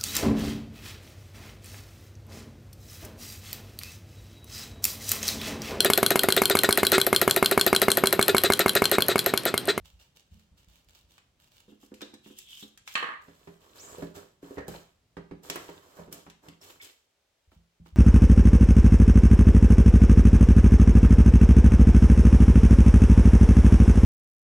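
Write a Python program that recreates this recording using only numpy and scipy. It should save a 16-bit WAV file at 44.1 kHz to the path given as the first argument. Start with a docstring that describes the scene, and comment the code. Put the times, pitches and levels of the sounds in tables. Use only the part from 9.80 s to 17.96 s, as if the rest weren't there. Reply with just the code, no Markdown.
"""Soft, wet dabs: a sponge pushes paint through a plastic stencil onto thick paper, flexing the board
and the wooden desk under it. The stencil crinkles, snaps and squeaks as it is peeled up and slid away,
while fingertips tap the painting. A hard tool is put down and rocks to rest in a ringing clatter.
Things are dragged and bumped on the desk, then soft dabs start again on the palette.
A small room adds short reflections and a faint steady tone of air."""
import sys
import numpy as np
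from scipy import signal
from scipy.fft import rfft, irfft, next_fast_len
from scipy.io import wavfile
from scipy.ndimage import uniform_filter1d

SR = 44100
rng = np.random.default_rng(int(sys.argv[2]) if len(sys.argv) > 2 else 0)


def digitize_waveform(pressure):
    """Quantize a signal to 16-bit integers and store it at the path in sys.argv[1].

    Rows of a 2-D input are taken as channels; values are limited to [-1, 1].
    """
    field = np.atleast_2d(pressure).T
    bounded = np.clip(field, -1, 1)
    quanta = np.round(bounded * 32767).astype(np.int16)
    wavfile.write(sys.argv[1], SR, quanta)


N = 359856
HIT_T = np.arange(SR * 6 // 10) / SR  # time axis of one blow, in seconds


def from_db(db):
    return 10 ** (np.asarray(db) / 20)


def unit_rms(x):
    return x / np.sqrt(np.mean(x ** 2) + 1e-20)


def unit_attack(hit):
    """Scale a blow to rms 1 over its first 25 ms."""
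    return hit / np.sqrt(np.mean(hit[:, :SR // 40] ** 2))


def decay(t60_s):
    return from_db(-60 * HIT_T / max(t60_s, 1e-4))


def add(out, start_s, hit):
    start = max(int(start_s * SR), 0)
    out[:, start:start + hit.shape[1]] += hit[:, :max(N - start, 0)]


def panned(x, left_db):
    return x * from_db([[left_db / 2], [-left_db / 2]])


def filtered(x, hz, kind):
    return signal.sosfilt(signal.butter(2, hz, kind, fs=SR, output="sos"), x)


def at_hz(points, hz):
    points = np.array(points)
    return np.interp(np.log(hz + 1), np.log(points[:, 0]), points[:, 1])


def favour(points, pitch_hz, db_per_octave=13):
    """Where a blow lands decides which frequencies speak: those far from pitch_hz are excited less."""
    return [(hz, db - db_per_octave * abs(np.log2(hz / pitch_hz))) for hz, db in points]


def fader(times_s, levels_db):
    """A gain that rides through the given levels and fades to silence outside them."""
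    t = np.arange(N) / SR
    gate = uniform_filter1d(1.0 * ((t >= times_s[0]) & (t <= times_s[-1])), size=600)
    return gate * from_db(np.interp(t, times_s, levels_db))


def strokes(rows, attack_s, release_db_per_s):
    """Each hand stroke swells around its start, holds and dies away; one envelope per level column."""
    t = np.arange(SR) / SR - attack_s / 2
    swell = np.minimum(t / attack_s + 0.5, 1) ** 2
    power = np.zeros((len(rows[0]) - 2, N))
    for start_s, length_s, *levels_db in rows:
        shape = swell * from_db(-release_db_per_s * np.maximum(t - length_s, 0))
        add(power, start_s + t[0], np.outer(from_db(levels_db), shape) ** 2)
    return np.sqrt(power)


# Stereo image, narrow bass and wide treble: frequency_hz, left_right_correlation
STEREO_LIKENESS = [(180, 0.93), (300, 0.93), (600, 0.5), (1200, .3), (2500, 0.24), (6000, 0.17)]


def colour(pair, spectrum, ripple_db=0):
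    """Shape two unrelated noises into one stereo sound, rippled by crowded resonances; rms 1."""
    size = pair.shape[1]
    padded = next_fast_len(size)
    hz = np.arange(padded // 2 + 1) * SR / padded
    low_hz, high_hz = spectrum[0][0], 2 * spectrum[-1][0]
    skirts = 1 / np.sqrt((1 + (low_hz / (hz + 1)) ** 4) * (1 + (hz / high_hz) ** 4))
    ripple = np.interp(np.sqrt(hz / hz[-1]), np.linspace(0, 1, 400), rng.uniform(-1, 1, 400))
    mid, side = rfft(pair, padded) * from_db(at_hz(spectrum, hz) + ripple_db * ripple) * skirts
    alike = at_hz(STEREO_LIKENESS, hz)
    stereo = np.sqrt(1 + alike) * mid + np.sqrt(1 - alike) * side * [[1], [-1]]
    return unit_rms(irfft(stereo, padded)[:, :size])


def friction(spectrum, catches_per_s, grain_db):
    """Countless tiny slips make a hiss; bigger catches stand out of it as millisecond grains."""
    catches = (rng.random(N) < catches_per_s / SR) * np.minimum(rng.exponential(1, N), 4) ** 2
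    grains = unit_rms(signal.lfilter([1], [1, -np.exp(-1000 / SR)], catches + 1e-18))
    grainy_noise = rng.standard_normal((2, N)) * np.hypot(1, from_db(grain_db) * grains)
    return colour(grainy_noise, spectrum, ripple_db=4.2)


def ring(modes, t60_s, rise_s):
    """A blow rings each mode with a random strength; t60_s is for a 0 dB mode, weaker ones die sooner."""
    hz, db = np.transpose(modes)
    decays_s = t60_s * from_db(db / 3)
    strengths = from_db(db + rng.uniform(-4, 4, len(hz))) * rng.choice([-1, 1], len(hz))
    # high modes reach the two sides out of step
    skews = np.arccos(at_hz(STEREO_LIKENESS, hz)) / 2 * (-1) ** np.arange(len(hz))
    sides = np.array([[1], [-1]])
    waves = sum(strength * decay(decay_s) * np.sin(2 * np.pi * mode_hz * HIT_T + skew * sides)
                for mode_hz, strength, decay_s, skew in zip(hz, strengths, decays_s, skews))
    swell = 1 - np.exp(-(HIT_T / rise_s) ** 2)
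    return unit_attack(waves * swell)


def crack(spectrum, crack_s, tail_db, tail_s):
    """Crowded, well damped modes: a sharp crack and a noisy tail, each with its own 60 dB decay time."""
    shape = (decay(crack_s) + from_db(tail_db) * decay(tail_s)) * (1 - decay(0.0006))
    burst = colour(rng.standard_normal((2, len(HIT_T))), spectrum, ripple_db=5) * shape
    return unit_attack(filtered(burst, spectrum[0][0] / 2, "high"))


# Low flex of the board and boom of the desk: pitch_hz, level_db
BOARD_FLEX_MODES = [(44, -36), (57, 4), (84, 2)]
DESK_BOOM_MODES = [(56, -11), (86, -10), (130, -12), (168, 0), (186, -8), (212, -7)]
# Swish of wet foam: frequency_hz, level_db
FOAM_SPECTRUM = [(330, -2), (1400, -5), (2100, -7.5), (3000, 2.5), (5000, -4.5), (7800, -4.5),
                 (9500, -12.5), (14000, -8)]
# Foam squashes on the stencil, at the end on the palette: start_s, length_s, level_db
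FOAM_SQUASHES = [(.046, 0.0067, -55.5), (.193, 0.024, -58), (.352, 0.018, -60.5), (.505, 0.064, -68.5),
                 (.585, 0.0095, -65.5), (.77, 0.012, -60.5), (.88, 0.11, -64.5), (1.08, 0.045, -67),
                 (1.14, 0.034, -60.5), (1.29, 0.057, -65.5), (1.59, 0.077, -67), (1.71, 0.097, -63.5),
                 (7.71, .02, -68.5), (8.05, 0.0095, -66)]
# Soft pushes of sponge and hands: start_s, flex_db, boom_db
SPONGE_DABS = [(0.001, -54.5, -62.5), (0.131, -53.5, -65), (0.512, -50, -56), (0.548, -69, -52.5),
               (0.712, -56.5, -61.5), (0.874, -59, -63), (1.07, -63.5, -76), (1.237, -60.5, -83),
               (7.671, -60.5, -90), (7.76, -57.5, -55.5), (8, -59.5, -46), (8.122, -44, -62.5)]


def sponge():
    """Each push flexes the board and wakes the desk; the wet foam swishes as it squashes."""
    squash, = strokes(FOAM_SQUASHES, attack_s=0.018, release_db_per_s=215)
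    out = squash * friction(FOAM_SPECTRUM, catches_per_s=450, grain_db=-1)
    for start_s, flex_db, boom_db in SPONGE_DABS:
        add(out, start_s, from_db(flex_db - 1) * ring(BOARD_FLEX_MODES, t60_s=0.28, rise_s=0.005))
        add(out, start_s, from_db(boom_db - 5.5) * ring(DESK_BOOM_MODES, t60_s=0.55, rise_s=0.00085))
    return out


# Low rumble under a resting hand: frequency_hz, level_db
LEAN_SPECTRUM = [(45, 2), (160, -2), (320, -12), (700, -25.5)]


def leaning_hand(lift_s=7.0):
    """The board rumbles faintly as long as a hand leans on it."""
    return fader([0, lift_s], [-71, -75]) * colour(rng.standard_normal((2, N)), LEAN_SPECTRUM)


# Bed of quiet air: frequency_hz, level_db
AIR_SPECTRUM = [(55, -11), (200, -25), (500, -18), (1200, -25), (3500, -25.5), (7500, -30.5), (9500, -35.5),
                (14000, -38.5)]


def room_tone():
    """A faint, steady, bass-heavy noise lies under everything."""
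    return from_db(-75) * colour(rng.standard_normal((2, N)), AIR_SPECTRUM)


# The stencil sticks, judders and crinkles: start_s, length_s, pitch_hz, level_db
STENCIL_CRINKLES = [(.192, 0.023, 2800, -66), (.365, 0.011, 3100, -69), (2.77, 0.028, 3100, -52.5),
                    (2.721, .04, 2960, -52), (2.22, 0.014, 3700, -44), (2.325, 0.042, 3900, -61),
                    (6.193, 0.031, 950, -72), (6.814, 0.021, 5400, -58), (7.014, 0.021, 3460, -52),
                    (6.998, 0.02, 2200, -51)]


def crinkles(slips_per_s=500, ring_cycles=52, overtone_ratio=1.486, overtone_db=-14.5):
    """A short run of uneven slips rings the plastic at a pitch set by how it is bent."""
    out = np.zeros((2, N))
    t = HIT_T[:SR // 10]
    for start_s, length_s, pitch_hz, level_db in STENCIL_CRINKLES:
        slips = (rng.random(len(t)) < slips_per_s / SR) * rng.standard_normal(len(t)) * (t < length_s)
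        slips[0] = 1.0
        modes = [(pitch_hz, 0), (pitch_hz * overtone_ratio, overtone_db)]
        flex = ring(modes, t60_s=ring_cycles / pitch_hz, rise_s=0.00013)
        run = signal.fftconvolve(flex[:, :len(t)], slips[None], axes=1)
        run_rms = np.sqrt(np.sum(run ** 2) / (2 * length_s * SR))
        add(out, start_s, from_db(level_db) * run / run_rms)
    return out


# Crisp click of a stiff sheet: frequency_hz, level_db
SNAP_SPECTRUM = [(600, -3), (3100, 3), (4700, -5.5), (7700, -6), (9700, -16), (12500, -13.5), (16000, -24)]
# Snaps of plastic and paper: start_s, level_db, tail_s, tilt_db_per_octave
SHEET_SNAPS = [(1.38, -46.5, .068, -0.5), (2.141, -44.5, 0.89, 4), (2.2077, -40, 0.055, -2.5),
               (2.216, -34.5, 0.042, 2.5), (2.3398, -44.5, 0.078, 2.5), (2.587, -34, 0.019, 10.5),
               (2.975, -43, 0.14, 3.5), (3.076, -31.5, 0.17, 0.5), (4.8808, -35.5, 0.13, 11.5),
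               (5.6992, -22, 0.037, 3.5), (5.758, -32, 0.054, 12), (6.326, -30.5, 0.11, 11),
               (6.343, -40.5, 0.11, 14), (6.499, -42.5, 0.15, 2), (6.685, -41, 0.033, 1.5),
               (7.046, -40.5, 0.082, 7.5)]


def snaps():
    """Stiff plastic and paper snap free; the thinner the edge, the brighter the snap."""
    out = np.zeros((2, N))
    pivot_hz = SNAP_SPECTRUM[0][0]
    for start_s, level_db, tail_s, tilt in SHEET_SNAPS:
        spectrum = [(hz, db + tilt * np.log2(hz / pivot_hz)) for hz, db in SNAP_SPECTRUM]
        snap = crack(spectrum, crack_s=0.03, tail_db=-15, tail_s=tail_s)
        add(out, start_s, from_db(level_db - 13.5) * snap)
    return out


# Singing band of the plastic and airy hiss of the paper: frequency_hz, level_db
PLASTIC_SPECTRUM = [(1800, -28), (2450, -15), (2700, -3), (3050, 0), (3750, -6), (4300, -17), (6000, -32)]
PAPER_SPECTRUM = [(1200, -10), (3500, -9.5), (5000, -2), (7700, 0), (9500, -10), (12500, -2.5),
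                  (16000, -8.5)]
# The stencil is eased loose, peeled up and drawn away: start_s, length_s, plastic_db, paper_db
STENCIL_SLIDES = [(1.88, 0.02, -64, -62.5), (2.0, 0.046, -66.5, -58), (2.21, 0.022, -68, -60),
                  (2.43, 0.097, -60, -58), (2.56, 0.053, -54, -52), (2.68, 0.099, -57.5, -51),
                  (2.77, 0.06, -57, -50), (3.06, 0.1, -54.5, -49.5)]


def stencil_slide():
    """The sliding sheet sings in one broad band above the hiss of the paper."""
    plastic, paper = strokes(STENCIL_SLIDES, attack_s=0.035, release_db_per_s=229)
    song = from_db(-1.5) * plastic * friction(PLASTIC_SPECTRUM, catches_per_s=900, grain_db=-4)
    hiss = from_db(-5) * paper * friction(PAPER_SPECTRUM, catches_per_s=2500, grain_db=2.5)
    return song + hiss


# Dull drum of thick paper on its board: pitch_hz, level_db
PAPER_DRUM_MODES = [(212, -0.5), (245, -8.5), (285, -1), (325, -12), (372, -3.5), (410, -11), (510, -12)]
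# Dark body of the wood and the brighter rap of a contact: frequency_hz, level_db
WOOD_SPECTRUM = [(95, 6), (170, -4.5), (400, 5), (600, 1), (1500, -3.5), (3000, -23)]
RAP_SPECTRUM = [(400, 4.5), (950, 0.5), (1400, -3), (2000, -6.5), (5000, -19.5), (14000, -38)]
# Fingertip taps on the painting; at the end, soft thuds of the sponge dabbing the palette:
# start_s, tap_db, rap_db
SOFT_TAPS = [(1.881, -47, -76), (1.919, -46, -84), (2.03, -48.5, -56), (2.116, -38, -67), (2.22, -37, -40),
             (2.334, -43, -54.5), (2.46, -44, -51), (2.499, -44.5, -61), (2.825, -41, -50),
             (7.717, -60, -56.5), (8.06, -56, -50)]


def soft_taps():
    """Fingertips drum dully on the paper and its board; at the end the sponge thuds on the palette."""
    out = np.zeros((2, N))
    for start_s, tap_db, rap_db in SOFT_TAPS:
        drum = from_db(tap_db - 8) * ring(PAPER_DRUM_MODES, t60_s=0.2, rise_s=0.002)
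        wood = from_db(tap_db - 23.5) * crack(WOOD_SPECTRUM, crack_s=0.12, tail_db=14.5, tail_s=0.15)
        rap = from_db(rap_db - 10.5) * crack(RAP_SPECTRUM, crack_s=0.053, tail_db=-21, tail_s=0.086)
        add(out, start_s, drum + wood + rap)
    return panned(out, left_db=-3)


# Quick stick-slip zips, one list of points per glide: time_s, pitch_hz, level_db
SQUEAK_GLIDES = [
    [(2.62, 3600, -74), (2.68, 3200, -53.5), (2.755, 3400, -55), (2.79, 3450, -70), (2.835, 3570, -46),
     (2.89, 4300, -95)],
    [(3.92, 3200, -108), (3.98, 3800, -58.5), (4.015, 7100, -50.5), (4.15, 7400, -57.5), (4.22, 8800, -93)],
    [(4.775, 1870, -46), (4.83, 1760, -54.5), (4.89, 1700, -64)],
]


def squeaks(unsteadiness=0.094):
    """Tiny slips follow each other at an unsteady rate set by the hand's speed: rough gliding zips."""
    out = np.zeros((2, N))
    for glide in SQUEAK_GLIDES:
        times_s, pitches_hz, levels_db = np.transpose(glide)
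        roughness = filtered(rng.standard_normal((2, N)), unsteadiness * np.mean(pitches_hz), "low")
        pitch_hz = np.interp(np.arange(N) / SR, times_s, pitches_hz)
        tone = np.sin(2 * np.pi * np.cumsum(pitch_hz) / SR)
        out += unit_rms(roughness * tone) * fader(times_s, levels_db)
    return out


# Ring of the tool's body and ping of its hard edge: pitch_hz, level_db
BODY_RING_MODES = [(786, -8), (942, -5), (1103, 0), (1182, -4), (1213, -1), (1585, -8), (1682, 0),
                   (1854, -1), (1935, -4), (2158, -6), (2313, -8)]
EDGE_PING_MODES = [(2565, -3), (2646, -2), (2899, -1), (3042, -1), (3130, -2), (3343, -6), (4181, -2)]
# Clack of the body and click of the edge: frequency_hz, level_db
CLACK_SPECTRUM = [(200, -7.5), (700, -9.5), (1100, 0), (1450, -2.5), (1800, 4.5), (2400, -10.5),
                  (4200, -21.5), (5000, -37.5)]
CLICK_SPECTRUM = [(600, -34), (2000, -8), (3000, 8), (3650, -7), (4250, -3), (4800, -22.5), (8000, -18),
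                  (15000, -45.5)]
# The tool lands and rocks to rest: start_s, level_db, favoured_pitch_hz
TOOL_CONTACTS = [(3.1533, -25.5, 1330), (3.1553, -24, 1420), (3.175, -30, 1720), (3.204, -35, 1200),
                 (3.227, -23, 1230), (3.241, -29, 1750), (3.265, -34, 1650), (3.288, -29, 1230),
                 (3.319, -34.5, 1420), (3.337, -37, 1700), (3.376, -50, 1750)]


def tool_clatter(edge_fade_db_per_s=211):
    """The first contacts are hard and bright; the tool then rocks on its lower modes."""
    out = np.zeros((2, N))
    landing_s = TOOL_CONTACTS[0][0]
    for start_s, level_db, pitch_hz in TOOL_CONTACTS:
        body = ring(favour(BODY_RING_MODES, pitch_hz), t60_s=0.18, rise_s=0.0004)
        clack = crack(CLACK_SPECTRUM, crack_s=0.0161, tail_db=-4.5, tail_s=0.17)
        add(out, start_s, from_db(level_db - 12.5) * (body + clack))
        edge_db = level_db - edge_fade_db_per_s * (start_s - landing_s)
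        ping = from_db(edge_db - 19) * ring(EDGE_PING_MODES, t60_s=0.21, rise_s=0.00044)
        click = from_db(edge_db - 6.5) * crack(CLICK_SPECTRUM, crack_s=0.03, tail_db=-31.5, tail_s=0.2)
        add(out, start_s, ping + click)
    return panned(out, left_db=-2.6)


# Dry rustle of things being moved: frequency_hz, level_db
RUSTLE_SPECTRUM = [(500, -17), (1000, -10.5), (1900, -0.5), (2500, -2), (3200, 5.5), (4500, -2.5),
                   (7000, -44)]
# Shoves across the desk: start_s, length_s, drag_db, rustle_db
DESK_SHOVES = [(3.41, 0.33, -67.5, -72), (3.8, 0.15, -63, -69.5), (3.95, 0.054, -57, -59),
               (4.02, .21, -52.5, -60), (4.345, 0.023, -49, -55), (4.62, 0.14, -56, -66),
               (4.875, 0.08, -51, -57), (5.63, 0.12, -52.5, -57.5), (5.69, .15, -53, -59.5),
               (5.85, .13, -57.5, -65.5), (6.02, 0.17, -59.5, -68), (6.16, 0.049, -51, -66.5),
               (6.315, 0.025, -50.5, -55.5), (6.625, 0.054, -57, -69), (6.81, 0.096, -57.5, -59),
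               (7.015, 0.014, -58, -52.5)]


def shuffle():
    """Dragged things rumble on the wood, rustle and hiss."""
    drag, brush = strokes(DESK_SHOVES, attack_s=0.022, release_db_per_s=156)
    rumble = from_db(-0.8) * drag * friction(WOOD_SPECTRUM, catches_per_s=600, grain_db=-4)
    rustle = from_db(-1) * brush * friction(RUSTLE_SPECTRUM, catches_per_s=350, grain_db=-1)
    hiss = from_db(2) * brush * friction(PAPER_SPECTRUM, catches_per_s=1000, grain_db=-5)
    return panned(rumble, left_db=-3) + rustle + hiss


# Hollow knock of the desk's panel: pitch_hz, level_db
PANEL_KNOCK_MODES = [(283, 6), (347, -7), (378, 3), (403, 2.5), (455, -5.5), (497, -6), (545, -1.5),
                     (600, 1), (780, -1)]
# Bumps on the desk: start_s, thud_db, knock_db, favoured_pitch_hz, rap_db
DESK_BUMPS = [(3.481, -57.5, -55, 326, -61.5), (3.673, -51.5, -48.5, 410, -54.5),
              (4.182, -51, -43.5, 500, -67), (4.222, -41.5, -36, 330, -47.5), (4.369, -56, -49.5, 402, -72),
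              (4.628, -55, -45, 296, -63.5), (4.708, -69, -43.5, 385, -77), (4.772, -43.5, -41, 324, -56),
              (4.781, -44, -41.5, 516, -43.5), (4.882, -42, -41.5, 450, -55), (4.939, -48, -60, 500, -50.5),
              (5.368, -45, -43, 365, -47.5), (5.511, -45.5, -41.5, 322, -53), (5.698, -51, -44.5, 318, -47),
              (5.757, -60, -44.5, 350, -39), (5.889, -54.5, -47.5, 490, -50.5),
              (6.188, -47.5, -49, 556, -62), (6.277, -54, -51.5, 352, -65), (6.324, -53.5, -54.5, 323, -63),
              (6.465, -55, -56, 360, -54.5), (6.683, -52.5, -52.5, 270, -78)]


def desk_bumps():
    """Bumps thud, knock and rap on the desk; each lands on another spot and stirs its own mix of modes."""
    out = np.zeros((2, N))
    for start_s, thud_db, knock_db, pitch_hz, rap_db in DESK_BUMPS:
        thud = from_db(thud_db) * ring(DESK_BOOM_MODES, t60_s=0.43, rise_s=0.001)
        panel = ring(favour(PANEL_KNOCK_MODES, pitch_hz), t60_s=0.2, rise_s=0.0011)
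        wood = crack(favour(WOOD_SPECTRUM, pitch_hz), crack_s=0.071, tail_db=-11, tail_s=0.072)
        knock = from_db(knock_db) * (panel + from_db(-11) * wood)
        rap = from_db(rap_db) * crack(RAP_SPECTRUM, crack_s=0.084, tail_db=-1, tail_s=0.12)
        add(out, start_s, thud + knock + rap)
    return panned(out, left_db=-2)


def room(x, t60_s=0.39, band_hz=(330, 8000), wide_above_hz=500):
    """Diffuse reflections of a small room, weak in bass and top; long waves reach both sides alike."""
    mid, side = rng.standard_normal((2, len(HIT_T))) * decay(t60_s) * (1 - decay(0.001))
    side = filtered(side, wide_above_hz, "high")
    tail = np.array([mid + side, mid - side])
    tail /= np.sqrt(np.sum(tail ** 2, axis=1, keepdims=True))
    return signal.fftconvolve(x, filtered(tail, band_hz, "band"), axes=1)[:, :N]


def late_left(x, treble_lag_s=0.000443, above_hz=1000):
    """Above the bass, the sound arrives on the right first."""
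    size = next_fast_len(N + len(HIT_T))
    hz = np.arange(size // 2 + 1) * SR / size
    lag_s = treble_lag_s * hz ** 2 / (hz ** 2 + above_hz ** 2)
    left = irfft(rfft(x[0], size) * np.exp(-2j * np.pi * hz * lag_s), size)[:N]
    return np.array([left, x[1]])


def scene():
    """Blows wake the room most; the rubs and the soft pats of the sponge stay closer and drier."""
    blows = soft_taps() + desk_bumps() + snaps() + tool_clatter()
    rubs = panned(stencil_slide() + shuffle() + crinkles() + squeaks() + leaning_hand(), left_db=-0.5)
    pats = panned(sponge(), left_db=-1.5)
    reflections = room(from_db(-2) * blows + from_db(-5.5) * rubs + from_db(-4.5) * pats)
    return late_left(blows + rubs + pats) + reflections + room_tone()


def record(dry):
    """A steep low-pass takes off the very top."""
    cutoff_hz = 16300
    return signal.sosfilt(signal.ellip(10, 0.1, 70, cutoff_hz, fs=SR, output="sos"), dry)


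dry = scene()
out = record(dry)
digitize_waveform(out)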